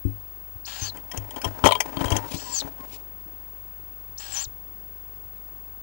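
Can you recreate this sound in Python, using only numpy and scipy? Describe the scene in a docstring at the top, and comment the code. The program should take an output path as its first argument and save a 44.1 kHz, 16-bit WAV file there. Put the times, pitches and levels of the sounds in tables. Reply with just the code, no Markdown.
"""In a wooden nest box, owl chicks beg: three hoarse hisses, resonated noise of throat and beak,
each with a thin gliding tone, the whistle, that breaks through and slides down.
A parent lands, knocks and scrabbles on the boards (struck modes, dense grains) and brushes past the nest
camera with its feathers (coloured noise). The camera's one microphone feeds the left channel,
over the buzz and line whistle of its picture signal; the right channel carries only a faint hiss."""
import sys
import numpy as np
from scipy import signal
from scipy.fft import rfft, irfft, next_fast_len
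from scipy.io import wavfile

SR = 44100
rng = np.random.default_rng(int(sys.argv[2]) if len(sys.argv) > 2 else 0)


def dump(signal):
    """Clip the signal to [-1, 1] and save it as 16-bit WAV at the path in sys.argv[1]."""
    limited = np.clip(np.atleast_2d(signal).T, -1, 1)
    pcm = np.round(limited * 32767).astype(np.int16)
    wavfile.write(sys.argv[1], SR, pcm)


N = 256662
TIME = np.arange(N) / SR
# Levels in tables and settings are relative: the mixing gains and the microphone's gain come on top.


def from_db(db):
    """Decibels to gain."""
    return 10 ** (np.asarray(db) / 20)


def rms_one(x):
    """Scale to unit power."""
    return x / np.sqrt(np.mean(x ** 2) + 1e-20)


def in_time(rows, t):
    """The columns of a curve at times t."""
    s, *columns = np.transpose(rows)
    return [np.interp(t, s, c) for c in columns]


def add(out, s, x):
    """Mix x in at time s."""
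    i = max(int(s * SR), 0)
    out[i:i + len(x)] += x[:N - i]


def band(x, edges):
    """Causal band-pass."""
    return signal.sosfilt(signal.butter(2, edges, "band", fs=SR, output="sos"), x)


def noise(spectrum, n):
    """Noise of a given colour, rms 1."""
    hz, db = np.transpose(spectrum)
    size = next_fast_len(n)
    f = np.maximum(np.arange(size // 2 + 1) * SR / size, 1)
    colour = from_db(np.interp(np.log(f), np.log(hz), db, left=-80))
    white = rfft(rng.standard_normal(size))
    return rms_one(irfft(white * colour, size)[:n])


def drift(rate, n):
    """Chance values, `rate` a second, joined by straight lines; rms 1."""
    at = np.arange(n) * rate / SR
    count = int(at[-1]) + 2
    return rms_one(np.interp(at, np.arange(count), rng.standard_normal(count)))


def resonate(x, resonances):
    """Parallel resonances with alternating signs; rms 1."""
    out = 0
    for k, (hz, width, db) in enumerate(resonances):
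        r = np.exp(-np.pi * width / SR)
        poles = [1, -2 * r * np.cos(2 * np.pi * hz / SR), r * r]
        ring = (1 - r * r) * signal.lfilter([1, 0, -1], poles, x)
        out = out + (-1) ** k * from_db(db) * ring
    return rms_one(out)


def ramps(t, length, attack_s, release_s):
    """Straight attack, hold and release within the given length."""
    return np.clip(np.minimum(t / attack_s, (length - t) / release_s), 0, 1)


def gesture(s, length, attack_s, release_s):
    """A movement that builds up, holds and dies away."""
    rise = np.clip((TIME - s) / attack_s, 0, 1)
    return rise * np.exp(-np.clip((TIME - s - length) / release_s, 0, 20))


def bell(t, width):
    """A smooth hump of height 1 around t = 0."""
    return np.exp(-(t / width) ** 2)


def tone(hz, db, rough, jitter, jitter_rate, flutter_db, octave_db):
    """A gliding tone with its octave; roughness shakes both pitch and strength."""
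    shaken_hz = hz * (1 + jitter * rough * drift(jitter_rate, len(hz)))
    phase = 2 * np.pi * np.cumsum(shaken_hz) / SR
    level = from_db(db + flutter_db * rough * drift(jitter_rate / 2, len(hz)))
    return np.sqrt(2) * level * (np.sin(phase) + from_db(octave_db) * np.sin(2 * phase))


ACCENT_S, CHIRP_DB, HISS_ACCENT_DB = 0.0218, 16.5, 7   # a call starts with a brief accent
BURIED_DB, BURIED_SWELL_DB, BURIED_ROUGH = -55.5, 13, 0.3965   # the high voice while lost in the hiss
BREAK_S, WHISTLE_SWELL_DB = 0.00275, 4.5   # how fast the whistle breaks through; it grows with the push
LOW_VOICE_HZ, LOW_BUILD_S, LOW_BUILD_DB = 4548, 0.0922, 25.5   # the low voice builds up towards the end
SWELL_S, BEAK_SWELL_DB = 0.0556, 9.5   # the hiss swells around the push for about this long
# Begging calls in the box, each with one late push of effort: (time [s], length [s], push after [s],
# push width [s], rest pitch [Hz], top pitch [Hz], pitch dip at the push [Hz], whistle clear after [s],
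# whistle length [s], whistle level [dB], its roughness [0-1], low voice level [dB], its roughness [0-1],
# throat hiss level [dB], beak hiss level [dB], throat swell [dB])
BEGGING_CALLS = [(.651, .256, .186, 0.042, 4008, 7177, 920, 0.1617, 0.0478, -39.5, 0.08, -36.5, 0.19, -43, -54.5, 0),
                 (2.365, 0.2518, .222, .050, 3625, 7888, 1600, 0.1605, 0.0684, -33.5, 0.18, -35, .42, -49.5, -48, 3.5),
                 (4.176, .285, 0.2024, 0.033, 3670, 7774, 1905, 0.1443, 0.1302, -37.5, .27, -52, 0.63, -48, -52.5, 8)]


def chicks():
    """Each call opens with an accent; a late push swells the hiss and bends the clear whistle down."""
    out = np.zeros(N)
    for (s, length, push_s, push_width, rest_hz, top_hz, dip_hz, clear_s, clear_length, clear_db, rough,
         low_db, low_rough, throat_db, beak_db, swell_db) in BEGGING_CALLS:
        t = TIME[:int(length * SR)]
        accent = np.exp(-t / ACCENT_S)
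        push = bell(t - push_s, push_width)
        swell = bell(t - push_s, SWELL_S)

        # 0 while the high voice is buried, 1 while it whistles clear
        opening = np.tanh((t - clear_s) / BREAK_S)
        closing = np.tanh((t - clear_s - clear_length) / BREAK_S)
        clear = (opening - closing) / 2
        buried_db = BURIED_DB + CHIRP_DB * accent + BURIED_SWELL_DB * swell
        high_db = buried_db + (clear_db + WHISTLE_SWELL_DB * push - buried_db) * clear
        high_rough = BURIED_ROUGH + (rough - BURIED_ROUGH) * clear
        high = whistle(t, length, rest_hz, top_hz - dip_hz * push, high_db, high_rough)

        build_db = -LOW_BUILD_DB * (1 - bell(length - t, LOW_BUILD_S))
        low = whistle(t, length, rest_hz, LOW_VOICE_HZ, low_db + build_db + CHIRP_DB * accent, low_rough)

        throat_now_db = throat_db + HISS_ACCENT_DB * accent + swell_db * swell
        beak_now_db = beak_db + HISS_ACCENT_DB * accent + BEAK_SWELL_DB * swell
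        add(out, s, high + low + hiss(t, length, throat_now_db, beak_now_db))
    return out


def whistle(t, length, rest_hz, held_hz, db, rough, ramp_s=0.0043, rise_s=.011, fall_s=.016):
    """One voice of the syrinx: it tenses up to its held pitch and slackens as the call ends."""
    tension = (1 - np.exp(-t / rise_s)) * (1 - bell(length - t, fall_s))
    hz = rest_hz + (held_hz - rest_hz) * tension
    voice = tone(hz, db, rough, jitter=0.0697, jitter_rate=2200, flutter_db=11.5, octave_db=-29.5)
    return ramps(t, length, ramp_s, ramp_s) * voice


THROAT_ATTACK_S, THROAT_RELEASE_S, BEAK_RAMP_S = 0.0287, 0.0292, 0.0089
# Resonances of a chick's throat: (frequency [Hz], width [Hz], level [dB])
THROAT_RESONANCES = [(781, 235, -0.5), (1724, 237, -1.5), (2730, 515, -2), (3297, 398, 0.5),
                     (4333, 840, -3.5)]
# Resonances of its open beak: (frequency [Hz], width [Hz], level [dB])
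BEAK_RESONANCES = [(5040, 107, 9.9), (5930, 310, 5.2), (6290, 183, 5.3), (7320, 1240, 2.7)]


def hiss(t, length, throat_db, beak_db, rasp_db=2.13, rasp_rate=600, air_db=-7,
         air_edges_hz=(1500, 9000), beak_edges_hz=(4300, 8600)):
    """Turbulent air through throat and open beak, rasping as the membranes flap."""
    rasp = from_db(rasp_db * drift(rasp_rate, len(t)))
    deep, front, air = rng.standard_normal((3, len(t))) * rasp
    throat = resonate(band(deep, (550, 9000)), THROAT_RESONANCES)
    throat = throat + from_db(air_db) * rms_one(band(air, air_edges_hz))
    beak = resonate(band(front, beak_edges_hz), BEAK_RESONANCES)
    throat_shape = ramps(t, length, THROAT_ATTACK_S, THROAT_RELEASE_S) ** 2
    beak_shape = ramps(t, length, BEAK_RAMP_S, BEAK_RAMP_S)
    return from_db(throat_db) * throat_shape * throat + from_db(beak_db) * beak_shape * beak


def walls(x, first=0.062, second=0.293, tail_db=-21, tail_t60=0.177):
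    """Two early reflections, about 0.5 m and 1.3 m longer in path, and a faint tail colour the voices."""
    t = TIME[:SR // 4]
    tail = rng.standard_normal(len(t)) * from_db(-60 * t / tail_t60)
    echoes = from_db(tail_db) * signal.fftconvolve(x, tail / np.linalg.norm(tail))[:N]
    near = np.interp(TIME - .0015, TIME, x)
    far = np.interp(TIME - .0037, TIME, x)
    return x - first * near + second * far + echoes


# Zones of pitch in a knock: (low edge [Hz], high edge [Hz])
KNOCK_ZONES = [(400, 1500), (1500, 4200), (4200, 14000)]
EDGE_DB = 3   # the middle zone of every knock is raised
# Claws and beak on the wood: (time [s], level [dB], tilt from one zone to the next [dB], skid [s])
WOOD_KNOCKS = [(.971, -48, 0, 0.0028), (1.1147, -41, 2, 0.00463), (1.1735, -40, 5, 0.0042),
               (1.308, -44, 1.5, 0.00134), (1.361, -44, -1.5, 0.00168), (1.4165, -42.5, 3.5, 0.00152),
               (1.4441, -29, -0.5, 0.00645), (1.6399, -29, -9, 0.00072), (1.652, -24, -0.5, 0.0085),
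               (1.6597, -19, -6, 0.00098), (1.671, -24.5, 0, 0.00288), (1.688, -30.5, -8, .0019),
               (1.709, -29.5, -5.5, 0.0026), (1.7209, -24.5, -5.5, 0.00189), (1.752, -31.5, -6, 0.00295),
               (1.8039, -25, 1, 0.00314), (1.9693, -40, -6, 0.00195), (2.008, -39, -5.5, 0.0058),
               (2.056, -37.5, -1, 0.0039), (2.0817, -41.5, -4, 0.00165), (2.104, -36, 3, 0.00177),
               (2.1182, -30, -2.5, .0056), (2.165, -29.5, 2.5, 0.00476)]


def knocks(strike=3, debris_db=-24, debris_s=0.00786, crack_db=-7, claw_db=-5, claw_hz=(1100, 6800),
           claw_width_hz=190, edges_hz=(850, 10500)):
    """A claw hits and skids: a short skid rings clear, a long one scratches."""
    out, t = np.zeros(N), TIME[:SR // 5]
    for s, level_db, tilt_db, skid_s in WOOD_KNOCKS:
        skid = rng.standard_normal(len(t)) * t / skid_s * np.exp(1 - 2 * t / skid_s)
        # debris rattles on for a moment after the contact
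        debris = rng.standard_normal(len(t)) ** 3 * np.exp(-t / debris_s)
        skid = skid + from_db(debris_db) * debris
        force = skid + strike * (t == 0)
        # each spot of plank or twig adds a few short, high resonances of its own
        spot = resonate(force, [(hz, claw_width_hz, 0) for hz in rng.uniform(*claw_hz, size=9)])
        boards = rms_one(box(force, BOX_MODES[5:], vary_db=4.0))
        sound = boards + from_db(claw_db) * spot + from_db(crack_db) * rms_one(skid)
        sound = band(sound, edges_hz)
        for edges, db in zip(KNOCK_ZONES, (-tilt_db, EDGE_DB, tilt_db)):
            part = band(sound, edges)
            start_level = np.std(part[:SR // 50])   # over the first 20 ms
            add(out, s, from_db(level_db + db) * part / start_level)
    return out


# Modes of the nest box: (frequency [Hz], level [dB], 60 dB decay time [s])
BOX_MODES = [(76.89, 2.5, 0.0705), (102.2, -6.5, 0.308), (179.47, -2.5, 0.0562), (278.06, -2, .18),
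             (324.1, 0, 0.141), (434.4, -9, 0.1692), (597.6, -11.5, 0.1087), (684.6, -0.5, 0.0398),
             (899.2, 0, 0.0335), (997.3, 3.5, 0.0554), (1213, -5, 0.014), (1945, -11, 0.034),
             (2320, -15, 0.048), (3111, 0.5, 0.021), (3201.6, -1, 0.058)]


def box(force, modes, vary_db):
    """The boards ring as decaying modes; each place of contact favours other ones."""
    out = np.zeros(len(force))
    for hz, db, t60 in modes:
        r, w = from_db(-60 / (t60 * SR)), 2 * np.pi * hz / SR
        ring = signal.lfilter([0, np.sin(w)], [1, -2 * r * np.cos(w), r * r], force + 1e-18)
        out += from_db(db + vary_db * rng.standard_normal()) * ring
    return out


# Soft footfalls and bumps: (time [s], floor boom level [dB], board ring level [dB])
SOFT_BUMPS = [(.051, -17, -19), (.552, -37.5, -55.5), (.819, -27, -36.5), (1.176, -26.5, -37.5),
              (1.458, -24.5, -28), (1.638, -17, -19.5), (1.97, -47.5, -22), (2.01, -38, -19.5),
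              (2.051, -23, -28.5), (2.117, -15.5, -24.5), (2.342, -32.5, -24), (2.646, -43, -31.5),
              (3.261, -62, -42.5), (4.465, -39, -60.5)]


def bumps(contact_s=0.003044, soft_hz=520):
    """Padded blows push the floor and reach only its lower modes."""
    out, t = np.zeros(N), TIME[:SR // 2]
    push = band(np.sin(np.pi * np.minimum(t / contact_s, 1)) ** 2, (55, soft_hz))
    for s, boom_db, board_db in SOFT_BUMPS:
        for modes, db in ((BOX_MODES[:2], boom_db), (BOX_MODES[2:6], board_db)):
            sound = box(push, modes, vary_db=2)
            add(out, s, from_db(db) * sound / np.abs(sound).max())
    return out


# The parent's feet drag through the litter: (time [s], length [s], level [dB])
FOOT_SCUFFS = [(0.936, 0.027, -46), (1.13, 0.0444, -40), (1.356, 0.0258, -43), (1.431, 0.0461, -35.5),
               (1.636, 0.0318, -21.5), (1.851, 0.0357, -41.5), (1.987, 0.076, -31), (2.104, 0.066, -30.5),
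               (2.309, 0.0293, -41), (2.615, 0.0594, -43), (2.779, 0.0885, -50)]
SCUFF_ATTACK_S, SCUFF_RELEASE_S = .008, 0.02116
# Plumage sweeps past the camera, swelling and stopping short: (time [s], length [s], level [dB])
FEATHER_SWEEPS = [(2.251, 0.0964, -41), (2.833, 0.1197, -49.5)]
SWEEP_RELEASE_S = 0.0214
# Light rustle while the parent moves about: (time [s], level [dB])
LIGHT_RUSTLE = [(.85, -55.5), (1.35, -50.5), (1.6, -45), (1.95, -43.5), (2.2, -40.5), (2.4, -49.5),
                (2.72, -55.5), (2.95, -53), (3.15, -67), (3.7, -65)]
FEATHER_FOLLOW_DB = -14   # feathers stir with every move of the feet
# Colour of brushing feathers: (frequency [Hz], level [dB])
FEATHER_COLOUR = [(1200, -9.5), (2400, 10), (7500, 1), (10000, 0), (15000, -7.5)]


def shuffle(grains_per_s=1700, grain_db=3.5, scrape_db=-3, crunch_db=0, wood_edges_hz=(180, 1800),
            crunch_edges_hz=(270, 1500), feather_db=-1.5, flutter_db=3.0, crackle_db=-1):
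    """Litter and claws tick densely on the boards while feathers brush the walls."""
    rustle_db, = in_time(LIGHT_RUSTLE, TIME)
    rustle = from_db(rustle_db) * (TIME > LIGHT_RUSTLE[0][0]) * (TIME < LIGHT_RUSTLE[-1][0])
    scuffs = sum(from_db(db) * gesture(s, length, SCUFF_ATTACK_S, SCUFF_RELEASE_S)
                 for s, length, db in FOOT_SCUFFS)
    sweeps = sum(from_db(db) * gesture(s, length, length, SWEEP_RELEASE_S)
                 for s, length, db in FEATHER_SWEEPS)
    scraping = np.hypot(rustle, scuffs)
    feathers = np.hypot(from_db(FEATHER_FOLLOW_DB) * scraping, sweeps)

    ticks = rng.random(N) < grains_per_s / SR
    strength = from_db(grain_db * np.minimum(rng.exponential(1, N), np.pi))
    grains = ticks * strength * rng.choice([-1, 1], N)
    boards = rms_one(box(band(grains, wood_edges_hz), BOX_MODES[2:], vary_db=2.5))
    wood = boards + from_db(crunch_db) * rms_one(band(grains, crunch_edges_hz))
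    crackle = rms_one(band(grains, (1500, 7000)))
    brush = noise(FEATHER_COLOUR, N) + from_db(crackle_db) * crackle
    pressure = from_db(flutter_db * drift(130, N))
    return pressure * (from_db(scrape_db) * scraping * wood + from_db(feather_db) * feathers * brush)


# Claws sliding on the wood squeak: (time [s], length [s], pitch [Hz], glide [Hz], level [dB],
# roughness [0-1])
CLAW_SQUEAKS = [(2.189, 0.0967, 902, 78, -44, 0.33), (2.445, 0.101, 1019, -47.5, -44, 0.38),
                (2.786, 0.072, 1080, -32.5, -48, 0.01)]


def squeaks(ramp_s=0.02):
    """A sliding claw sticks and slips, heard as a short, faint gliding tone."""
    out = np.zeros(N)
    for s, length, hz, glide_hz, db, rough in CLAW_SQUEAKS:
        t = TIME[:int(length * SR)]
        glide = hz + glide_hz * t / length
        squeak = tone(glide, db, rough, jitter=0.07, jitter_rate=239, flutter_db=0.5, octave_db=-19.0)
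        add(out, s, ramps(t, length, ramp_s, ramp_s) * squeak)
    return out


FRAME_HZ, LINE_HZ, BLANK_START_S = 50, 15625, .0152
FLOOR_DB = -55
# Colour of the microphone's noise floor: (frequency [Hz], level [dB])
FLOOR_COLOUR = [(59, -12.5), (100, 2.5), (126, -18.5), (243, -11), (523, -15.5), (877, -13.5), (2000, -24),
                (14000, -40.5)]


def camera(blank_s=0.0016, hum_db=-53, buzz_db=-49, line_db=-44, line_dip=0.25, tick_db=-45, hiss_db=-1):
    """Picture signal leaks: a line whistle dipping softly around each blanking, a buzz, ticks at each."""
    since = (TIME - BLANK_START_S) % (1 / FRAME_HZ)
    blank = (since < blank_s) * 1.
    hum = -np.sqrt(2) * np.cos(2 * np.pi * FRAME_HZ * since)
    buzz = -band(blank, (60, 900))
    ticks = band(np.diff(blank, prepend=0), (1000, 14000))   # both edges of the blanking
    line = np.sin(2 * np.pi * LINE_HZ * TIME) * (np.sqrt(2) + line_dip * hum)
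    leak = from_db(hum_db) * hum + from_db(buzz_db) * buzz
    leak = leak + from_db(tick_db) * ticks + from_db(line_db) * line
    return leak + from_db(FLOOR_DB + hiss_db) * noise(FLOOR_COLOUR, N)


def scene():
    """Everything reaches one microphone; the unused right channel carries only a faint hiss."""
    microphone = walls(chicks()) + knocks() + bumps() + shuffle() + squeaks() + camera()
    return np.array([2 * microphone, from_db(-77) * noise(FLOOR_COLOUR, N)])


def record(dry, cutoff_hz=16300):
    """The input clips anything beyond full scale, then a steep low-pass cuts the top."""
    low_pass = signal.ellip(10, .1, 80, cutoff_hz, fs=SR, output="sos")
    return signal.sosfilt(low_pass, np.clip(dry, -1, 1))


dry = scene()
out = record(dry)
dump(out)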